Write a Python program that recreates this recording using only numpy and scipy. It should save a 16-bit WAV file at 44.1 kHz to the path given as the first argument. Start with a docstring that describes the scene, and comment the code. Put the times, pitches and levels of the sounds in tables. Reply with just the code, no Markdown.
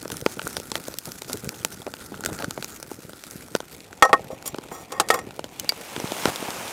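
"""On grass, close to a small sheet-metal stove, twigs burn: flames flutter, embers rustle, steam from the
sap hisses and whistles, and bursting gas pockets pop and excite the stove's box. A steel pan is set down
with two clanks, slid into place, and its gripper is worked loose; impact and friction drive the metal's
modes. Then a wide, grainy hiss swells. The loudest blows overload the recorder."""
import sys
import numpy as np
from scipy import signal
from scipy.io import wavfile
from scipy.ndimage import uniform_filter1d

SR = 44100
rng = np.random.default_rng(int(sys.argv[2]) if len(sys.argv) > 2 else 0)


def int16_out(signal):
    """Quantize to a 16-bit WAV file."""
    q = np.round(np.clip(np.atleast_2d(signal).T, -1, 1) * 32767)
    wavfile.write(sys.argv[1], SR, q.astype(np.int16))


N = 296352

# How hard the fire burns. Each row: time in seconds, base levels of the flames and of the sap hiss in dB.
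FIRE_LEVELS = [(0.0, -43.5, -44.5), (1.19, -47.5, -44.5), (1.52, -41, -43.5), (1.94, -44, -46.5),
               (2.37, -37, -45), (2.6, -43.5, -43), (2.92, -46.5, -47), (3.26, -47.5, -44.5),
               (4.02, -44.5, -50.5), (4.25, -40.5, -48), (4.81, -44, -49), (5.15, -37.5, -50.5),
               (5.48, -44, -48.5), (5.8, -44, -45.5)]
# Noise spectra of flames, embers, sap and the wide hiss. Each row: frequency in Hz, relative density in dB.
FLAME_SPECTRUM = [(18, -50), (30, -17), (140, 0.5), (377, -7.5), (490, -3.5), (700, -20), (910, -55),
                  (1540, -120)]
EMBER_SPECTRUM = [(350, 8.5), (600, -4), (818, 1), (1030, -11), (1410, 5.5), (1690, -7.5), (1900, -7.5),
                  (2800, -37), (3640, -73), (6160, -120)]
SAP_SPECTRUM = [(1410, -2), (2400, -0.5), (3030, -5), (3340, -2), (7730, -0.5), (12700, -4), (15300, -6.5),
                (16100, -23), (16500, -39)]
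WIDE_HISS_SPECTRUM = [(35, -44), (60, -24), (130, -5.5), (834, 0), (1990, -7), (2240, -4.5), (4320, -11.5),
                      (4750, -10.5), (8960, -12.5), (15400, -18.5), (16500, -49)]
# How the pan on top colours the fire. Each row: frequency in Hz, change in dB.
COVER_RESPONSE = [(300, -3), (600, 4), (1030, 5.5), (1400, -11.5), (2300, 8.5), (5000, -1), (15000, -3.5)]
# The longer jets of steam. Each row: start and length in seconds, strength in dB, whistle pitch in Hz.
STEAM_JETS = [(0.109, 0.088, -42.5, 10300), (0.268, 0.087, -44, 6800), (0.419, 0.089, -44, 9500),
              (0.492, 0.092, -44, 5800), (0.62, 0.093, -49, 11200), (0.737, 0.051, -41.5, 4350),
              (0.853, 0.086, -47, 13800), (1.03, 0.15, -46.5, 11900), (1.278, 0.072, -44, 6040),
              (1.343, 0.06, -53, 12800), (1.43, 0.073, -58, 13500), (1.255, 0.19, -54, 7560),
              (2.494, 0.25, -63, 7240), (1.714, 0.036, -42, 6000), (1.997, 0.082, -46.5, 9600),
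              (2.117, 0.051, -52, 3420), (2.26, 0.046, -44.5, 3680), (2.315, 0.057, -42, 8200),
              (2.372, 0.09, -45, 4500), (2.671, 0.11, -45.5, 7200), (2.893, 0.059, -49, 9400),
              (3.306, 0.13, -50, 12100), (3.545, 0.032, -41, 5030), (3.707, 0.051, -46.5, 12300),
              (5.58, 0.05, -52, 3400)]
# Puffs of burning gas. Each row: start in seconds, peak in dB, pitch in Hz, 60 dB decay time in seconds.
GAS_PUFFS = [(0.368, -25, 312, 0.056), (0.768, -28, 342, 0.12), (1.071, -28.5, 253, 0.089),
             (1.303, -29.5, 420, 0.054), (1.34, -23.5, 182, 0.047), (1.518, -34, 320, .06),
             (1.874, -22, 410, 0.022), (2.119, -23.5, 302, 0.045), (2.286, -24.5, 460, 0.1),
             (2.397, -23.5, 528, 0.11), (2.432, -24, 284, 0.061), (2.584, -30, 302, 0.039),
             (4.714, -25.5, 576, 0.049), (5.268, -25, 247, 0.048), (6.039, -17, 248, 0.02),
             (6.056, -23.5, 430, 0.016), (6.273, -17.5, 450, 0.011), (6.285, -16.5, 506, 0.011),
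             (6.423, -19.5, 445, .025), (6.483, -21.5, 298, 0.022)]
# Hot metal ticks. Each row: start in seconds, frequency in Hz, peak in dB, 60 dB decay time in seconds.
METAL_TICKS = [(5.597, 3000, -30.5, 0.043), (5.597, 6350, -25, 0.029), (5.692, 4680, -6, 0.012),
               (5.695, 2250, -22, 0.038), (5.697, 4730, -13, 0.022)]
# The louder pops. Each row: start in seconds, peaks of snap, knock and thump in dB, snap centre in Hz.
WOOD_POPS = [(0.0283, -21.5, -45, -31, 8500), (0.0547, -36, -41, -20, 4390.0),
             (0.079, -21.5, -28, -37, 5830.0), (0.1017, -20.0, -22.5, -21, 4890.0),
             (0.1188, -16, -28, -43, 5970.0), (0.169, -19.0, -40.0, -48, 7790.0),
             (0.2131, -21.5, -32, -52, 6560.0), (0.2626, -9.5, -7, -4, 3930),
             (0.3943, -18, -16.5, -38, 3640), (0.417, -23, -25, -39, 3630),
             (0.4695, -27, -19.5, -20.5, 6330.0), (0.4757, -15, -38, -38, 8900),
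             (0.53, -22, -41, -50.0, 9630.0), (0.5679, -11.0, -17, -29, 4800),
             (0.6, -18.0, -38, -24.0, 6530.0), (0.7173, -9.5, -18, -21, 3750),
             (0.7551, -11.5, -12, -29, 5000), (0.8826, -18.5, -41, -23.5, 9200),
             (0.9406, -22.5, -33.0, -31, 6700), (0.9863, -10, -54, -52, 7340),
             (1.0554, -19.5, -39, -49, 7860), (1.119, -18, -36, -50.0, 6800),
             (1.2199, -14.5, -24, -28, 5130), (1.2974, -21.0, -24.5, -29.0, 5940.0),
             (1.331, -11, -27, -36, 6900), (1.3724, -20.0, -35, -46.0, 10480.0),
             (1.4448, -22.5, -42, -47, 9210.0), (1.491, -15, -21.5, -24, 6800),
             (1.6487, -4.5, -11.5, -38, 6450), (1.8185, -27, -41, -35.0, 4280),
             (1.8666, -31, -19.5, -23, 4910.0), (1.939, -20, -22, -36, 4600),
             (2.1428, -36, -24, -30, 3720.0), (2.2074, -22, -31, -42.0, 9700),
             (2.2378, -19.0, -20, -35.0, 4430.0), (2.2493, -14, -22, -35, 7500),
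             (2.2606, -8.5, -12.5, -27, 6350), (2.3302, -26, -25, -36, 7450.0),
             (2.389, -23, -24.5, -34, 3840.0), (2.4234, -24.5, -18, -37, 5550.0),
             (2.4441, -18, -15.5, -34, 4400), (2.5085, -15.5, -23, -32, 5770),
             (2.5764, -29.0, -24.5, -19.5, 4950.0), (2.6254, -18.5, -20, -26, 4140.0),
             (2.6444, -15, -26, -30, 6840), (2.828, -18.0, -28.5, -36, 7400), (2.9148, -26, -25, -22, 6240),
             (3.1331, -27.5, -32, -30.0, 5140), (3.2382, -22, -31, -50, 5920.0),
             (3.3106, -20.5, -36.0, -55, 9570.0), (3.5514, -7.5, -10, -8, 4940),
             (3.5622, -21, -21.5, -35, 10460.0), (3.6037, -21.5, -22, -27.5, 3380),
             (3.929, -33, -29, -33.5, 4600.0), (4.4254, -28, -33, -43, 5540.0),
             (4.5446, -23, -21.5, -19.5, 2960), (4.585, -21, -33, -19.5, 3820),
             (4.8109, -37, -45.0, -40, 9800), (5.3082, -27, -28.5, -47, 3110.0),
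             (5.393, -22, -20.5, -24.5, 3500), (5.4422, -23, -23, -27, 3920),
             (5.5976, -13.0, -36, -49.0, 6800), (5.6456, -29, -37.0, -28.5, 5120.0),
             (5.693, -6, -37, -42, 5000), (5.7215, -22.5, -21, -27, 5610.0),
             (5.8147, -30, -28, -34, 5700.0), (5.9634, -21, -17, -24.5, 3490.0),
             (6.0005, -20, -20, -32.0, 4920), (6.12, -14, -24, -16, 4180), (6.2555, -6.5, -6, -8.0, 3500),
             (6.3594, -14, -24.5, -39, 4430), (6.505, -20.5, -31, -44.0, 4300),
             (6.6797, -20, -36, -50.0, 3150.0)]
# Modes of the stove's box, the box's extra mode under the pan, its loose walls, the pan and the gripper.
# Each row: frequency in Hz, relative level in dB, nominal 60 dB decay time in seconds.
BOX_MODES = [(650, -5.5, 0.013), (892, -14, 0.047), (1453, 5, 0.0096), (1890, -6.5, 0.0084),
             (2380, 1.5, 0.003)]
COVERED_BOX_MODES = [(970, 1.5, 0.013)]
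WALL_MODES = [(500, -3, .022), (780, 0, .025), (1080, 0, .025)]
PAN_MODES = [(493, -11.5, 0.06), (530.5, -3, 0.096), (640, -4, 0.065), (807, 6.5, 0.043),
             (904, -1.5, 0.057), (1140, -1, 0.029), (1292, 0.5, .17), (1855, 0, .17), (1893, -7, .14),
             (2114, 1.5, 0.04), (2480, -7, 0.049), (3345, -4, 0.06), (4800, -5, 0.039)]
GRIPPER_MODES = [(3280, -13, 0.16), (5790, -1, 0.2), (7000, 4, 0.057), (7300, 6, 0.018), (7420, -3, 0.15),
                 (8500, 8, 0.021), (9500, 7, 0.0083), (10500, 0, 0.0087), (11200, 4.5, 0.029),
                 (13800, 3, 0.05), (15000, -10, .1)]
# Metal sliding on metal. Each row: start and length in seconds, drive levels of pan and gripper in dB.
METAL_SLIDES = [(4.303, 0.052, -46, -49), (4.454, 0.037, -45, -31.5), (4.7, .14, -45, -44),
                (4.897, .18, -39.5, -54), (5.111, 0.085, -31, -40.5)]
# Metal striking metal. Each row: start in seconds, peaks of pan, clatter, gripper and crack in dB,
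# factor on the decay times of pan and gripper, hardness as a cut-off in Hz.
METAL_BLOWS = [(4.024, 9, 0.5, -5, -6, 0.66, 4940), (4.050, -12, -9, -55, -19, 1.1, 890),
               (4.093, -19, -18.5, -60, -34, 2.2, 900), (4.130, 3.5, 0.5, -50, -12.5, 0.52, 3930),
               (4.174, -30, -49, -60, -44, 0.43, 696), (4.194, -23, -47, -60, -43, 0.72, 754),
               (4.303, -21.5, -37, -60, -52, 1.6, 664), (4.458, -47, -47, -29, -23.5, 1.1, 4000),
               (4.477, -39, -33, -14, -24, 0.69, 4000), (4.921, -43, -24.5, -26, -22.5, 0.75, 4000),
               (4.999, -17, -10, -23, -4.5, 0.41, 1510), (5.087, -37, -40, -30, -16, .4, 4000),
               (5.103, 1, -11, -15, -9, 0.52, 5100), (5.142, -17, -13.5, -14, -20, 0.48, 3000),
               (5.190, -20.5, -30, -24, -28, 0.72, 4000)]
# The wide hiss swells, then steps down to a steady level. Each row: time in seconds, level in dB.
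WIDE_HISS_LEVELS = [(5.424, -90), (5.524, -51.5), (6.304, -29), (6.3041, -35)]

COVER_START_S, COVER_LENGTH_S = 3.48, 0.61  # the pan closes the stove's mouth
FLUTTER_DB, RUSTLE_DB, HISS_DB = -2, -4.5, -3.5  # offsets from the fire's base levels
STEAM_SPITS, SMALL_POPS = 18, 70  # counts of brief spits of steam and of small pops, at random moments


def amp(db):
    return 10 ** (np.asarray(db) / 20)


def unit_rms(x):
    return x / np.sqrt(np.mean(x ** 2) + 1e-20)


def unit_peak(x):
    return x / abs(x).max(axis=-1, keepdims=True)


def envelope(times, db):
    return amp(np.interp(np.arange(N) / SR, times, db))


def spectrum_db(points, hz):
    known_hz, db = np.transpose(points)
    return np.interp(np.log(hz + 1), np.log(known_hz + 1), db)[:, None]


def band(x, low_hz, high_hz):
    edges = [low_hz, min(high_hz, .45 * SR)]
    return signal.sosfilt(signal.butter(2, edges, "band", fs=SR, output="sos"), x)


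def add(mix, start, sound):
    part = mix[round(start * SR):][:len(sound)]
    part += sound[:len(part)]


def sap_db_at(when):
    times, _, sap_db = np.transpose(FIRE_LEVELS)
    return np.interp(when, times, sap_db)


def treble_hz(position):
    return 3000 * (12500 / 3000) ** position


def bursts(count, t60, size=2048):
    """Exponential decay: rows of noise start at once and lose 60 dB in t60 seconds."""
    return rng.standard_normal((count, size)) * amp(-60 * np.arange(size) / SR / t60)


def ring(drive, modes, decay_factor=1):
    """Modal superposition: each mode answers the drive as a damped oscillator."""
    out = np.zeros(len(drive))
    for hz, db, t60 in modes:
        radius, angle = amp(-60 / (t60 * decay_factor * SR)), 2 * np.pi * hz / SR
        feedback = [1, -2 * radius * np.cos(angle), radius ** 2]
        out += amp(db) * signal.lfilter([0, np.sin(angle)], feedback, drive)
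    return out


def grainy_noise(spectrum, per_s, spread_db, t60, grain_share, patch_db, frame, under_pan=True):
    """Shot noise: tiny random bursts add in power over smooth noise, coloured in drifting patches."""
    clicks = amp(spread_db * np.minimum(rng.exponential(1, N), 4)) * (rng.random(N) < per_s / SR)
    t = np.arange(2048) / SR
    power = abs(signal.oaconvolve(clicks ** 2, amp(-120 * t / t60))[:N])
    grains = unit_rms(np.sqrt(power) * rng.standard_normal(N))
    noise = np.sqrt(1 - grain_share) * rng.standard_normal(N) + np.sqrt(grain_share) * grains
    framing = dict(fs=SR, nperseg=frame, noverlap=frame * 3 // 4)
    hz, times, bins = signal.stft(noise, **framing)
    patches = uniform_filter1d(rng.standard_normal(bins.shape[::-1]).T, frame // 32, axis=0)
    patches = unit_rms(uniform_filter1d(patches, 6000 // frame, axis=1))
    covered = under_pan * np.clip((times - COVER_START_S) / COVER_LENGTH_S, 0, 1)
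    colour_db = spectrum_db(spectrum, hz) + patch_db * patches + covered * spectrum_db(COVER_RESPONSE, hz)
    return unit_rms(signal.istft(bins * amp(colour_db), **framing)[1][:N])


def steam_jets():
    """Steam forced through a crack whistles as narrow-band noise; returns jet strength and whistle."""
    when, duration, pitch = rng.random((STEAM_SPITS, 3)).T
    starts = when * N / SR
    spits = list(zip(starts, 0.012 * (.5 + duration), sap_db_at(starts) - 1.5, treble_hz(pitch)))
    rows = spits + STEAM_JETS
    strength, whistle = np.zeros(N), np.zeros(N)
    for breath, (start, length, db, hz) in zip(rng.standard_normal((len(rows), 14000)), rows):
        opening = amp(db) * signal.windows.tukey(round(length * SR), .3)
        edges = 0.87 * hz, 1.07 * hz
        tone = unit_rms(band(band(breath, *edges), *edges))
        add(strength, start, opening)
        add(whistle, start, opening * tone[:len(opening)])
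    return strength, whistle


def fire():
    """Flames flutter, embers rustle, sap hisses; jets lift rustle and hiss by addition of power."""
    times, flame_db, sap_db = np.transpose(FIRE_LEVELS)
    jet, whistle = steam_jets()
    flutter = grainy_noise(FLAME_SPECTRUM, per_s=90, spread_db=5, t60=0.017,
                           grain_share=0.87, patch_db=4, frame=1024)
    rustle = grainy_noise(EMBER_SPECTRUM, per_s=140, spread_db=3, t60=0.015,
                          grain_share=0.45, patch_db=1.5, frame=512)
    hiss = grainy_noise(SAP_SPECTRUM, per_s=150, spread_db=-0.5, t60=0.015,
                        grain_share=0.66, patch_db=1.5, frame=256)
    flutter *= envelope(times, flame_db + FLUTTER_DB)
    rustle *= np.hypot(envelope(times, flame_db + RUSTLE_DB), amp(-1) * jet)
    hiss *= np.hypot(envelope(times, sap_db + HISS_DB), jet)
    return flutter + rustle + hiss + amp(-7) * whistle


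def gas_puffs():
    """Burning gas expands in a soft-edged pulse of low noise."""
    out, t = np.zeros(N), np.arange(3000) / SR
    air = rng.standard_normal((len(GAS_PUFFS), len(t))) * (1 - np.exp(-t / 0.0018))
    for pulse, (start, db, hz, t60) in zip(air, GAS_PUFFS):
        puff = band(pulse * amp(-60 * t / t60), 0.44 * hz, 1.77 * hz)
        add(out, start, amp(db) * unit_peak(puff))
    return out


def metal_ticks():
    """Free vibration: each tick of hot metal is one damped sinusoid."""
    out, t = np.zeros(N), np.arange(3000) / SR
    for start, hz, db, t60 in METAL_TICKS:
        add(out, start, amp(db - 60 * t / t60) * np.sin(2 * np.pi * hz * t))
    return out


def wide_hiss():
    """Incoherent summation: dense grains of noise merge into a wide, grainy hiss that swells."""
    hiss_grains = grainy_noise(WIDE_HISS_SPECTRUM, per_s=1200, spread_db=3, t60=0.006,
                               grain_share=0.35, patch_db=1.1, frame=512, under_pan=False)
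    return envelope(*np.transpose(WIDE_HISS_LEVELS)) * hiss_grains


def small_pops():
    """A random point process: rows like WOOD_POPS, with levels that follow the sap hiss."""
    when, pitch = rng.random((SMALL_POPS, 2)).T
    scatter_db = 3 * rng.standard_normal((SMALL_POPS, 3)).T
    starts = when * N / SR
    snap_db = -31 + sap_db_at(starts) - sap_db_at(0) + scatter_db[0]
    knock_db, thump_db = snap_db - 7 + scatter_db[1], snap_db - 10 + scatter_db[2]
    return list(zip(starts, snap_db, knock_db, thump_db, treble_hz(pitch)))


def wood_pops():
    """Sudden pressure release: a gas pocket snaps, knocks the stove's box and thumps the air inside."""
    rows = small_pops() + list(WOOD_POPS)
    out, count = np.zeros(N), len(rows)
    ruptures = bursts(count, 0.0075) + amp(-25) * bursts(count, 0.061)  # the tail is escaping steam
    jolts = band(bursts(count, 0.0053), 260, 5500)
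    thumps = unit_peak(band(bursts(count, 0.011), 204, 730))
    for k, (start, snap_db, knock_db, thump_db, hz) in enumerate(rows):
        snap = unit_peak(band(ruptures[k], 2540, 2.29 * hz) + band(ruptures[k], 0.64 * hz, 1.35 * hz))
        modes = BOX_MODES + COVERED_BOX_MODES if start > COVER_START_S else BOX_MODES
        knock = unit_peak(ring(jolts[k], modes))
        add(out, start, amp(snap_db) * snap + amp(knock_db) * knock + amp(thump_db) * thumps[k])
    return out


def pan_slides():
    """Friction: rough rims drive pan and gripper, damped by the contact, and grate the stove's walls."""
    roughness = amp(3 * unit_rms(uniform_filter1d(rng.standard_normal(N), size=150)))
    pan_rub, gripper_rub = band(rng.standard_normal((2, N)) * roughness, 380, 18000)
    pan_force, gripper_force = np.zeros((2, N))
    for start, length, pan_db, gripper_db in METAL_SLIDES:
        progress = np.linspace(0, 1, round(length * SR))
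        stroke = np.minimum(progress / 0.22, 1) * amp(-11 * progress ** 2)  # presses down, then eases
        add(pan_force, start, amp(pan_db) * stroke)
        add(gripper_force, start, amp(gripper_db) * stroke)
    out = amp(2.5) * pan_force * unit_rms(ring(gripper_rub, WALL_MODES))
    for rub, force, modes, decay_factor in ((pan_rub, pan_force, PAN_MODES, .8),
                                            (gripper_rub, gripper_force, GRIPPER_MODES, .3)):
        out += ring(rub * force, modes, decay_factor) / np.std(ring(rub, modes, decay_factor))
    return out


def pan_blows():
    """Impact excitation: a contact rings pan and gripper, rattles the loose walls and cracks the air."""
    out, count, size = np.zeros(N), len(METAL_BLOWS), 12000
    impulses = abs(bursts(count, 0.000049, size))
    chatter = band(bursts(count, 0.00048, size), 2000, 14500)
    cracks = unit_peak(band(bursts(count, 0.044, size), 810, 9300))
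    shakes = band(bursts(count, 0.054, size), 437, 2300)
    for k, blow in enumerate(METAL_BLOWS):
        start, pan_db, clatter_db, gripper_db, crack_db, decay_factor, hardness_hz = blow
        pan = amp(pan_db) * unit_peak(ring(band(impulses[k], 410, hardness_hz), PAN_MODES, decay_factor))
        clatter = amp(clatter_db) * unit_peak(ring(shakes[k], WALL_MODES))
        gripper = amp(gripper_db) * unit_peak(ring(chatter[k], GRIPPER_MODES, decay_factor))
        add(out, start, pan + clatter + gripper + amp(crack_db) * cracks[k])
    return out


def scene():
    """Linear superposition: the stove, the pan and the wide hiss add in one channel."""
    stove = fire() + wood_pops() + gas_puffs() + metal_ticks()
    return (stove + pan_blows() + pan_slides() + wide_hiss())[None]


def record(dry):
    """Saturation: after the microphone's bass roll-off, the input stage clips; a low-pass follows."""
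    thinned = signal.sosfilt(signal.butter(2, 60, "high", fs=SR, output="sos"), dry)
    ceiling, knee = 0.77, 6.0
    clipped = thinned / (1 + abs(thinned / ceiling) ** knee) ** (1 / knee)
    low_pass = signal.firwin(255, 16300, window=("kaiser", 8), fs=SR)
    return signal.oaconvolve(clipped, low_pass[None], "same")


dry = scene()
out = record(dry)
int16_out(out)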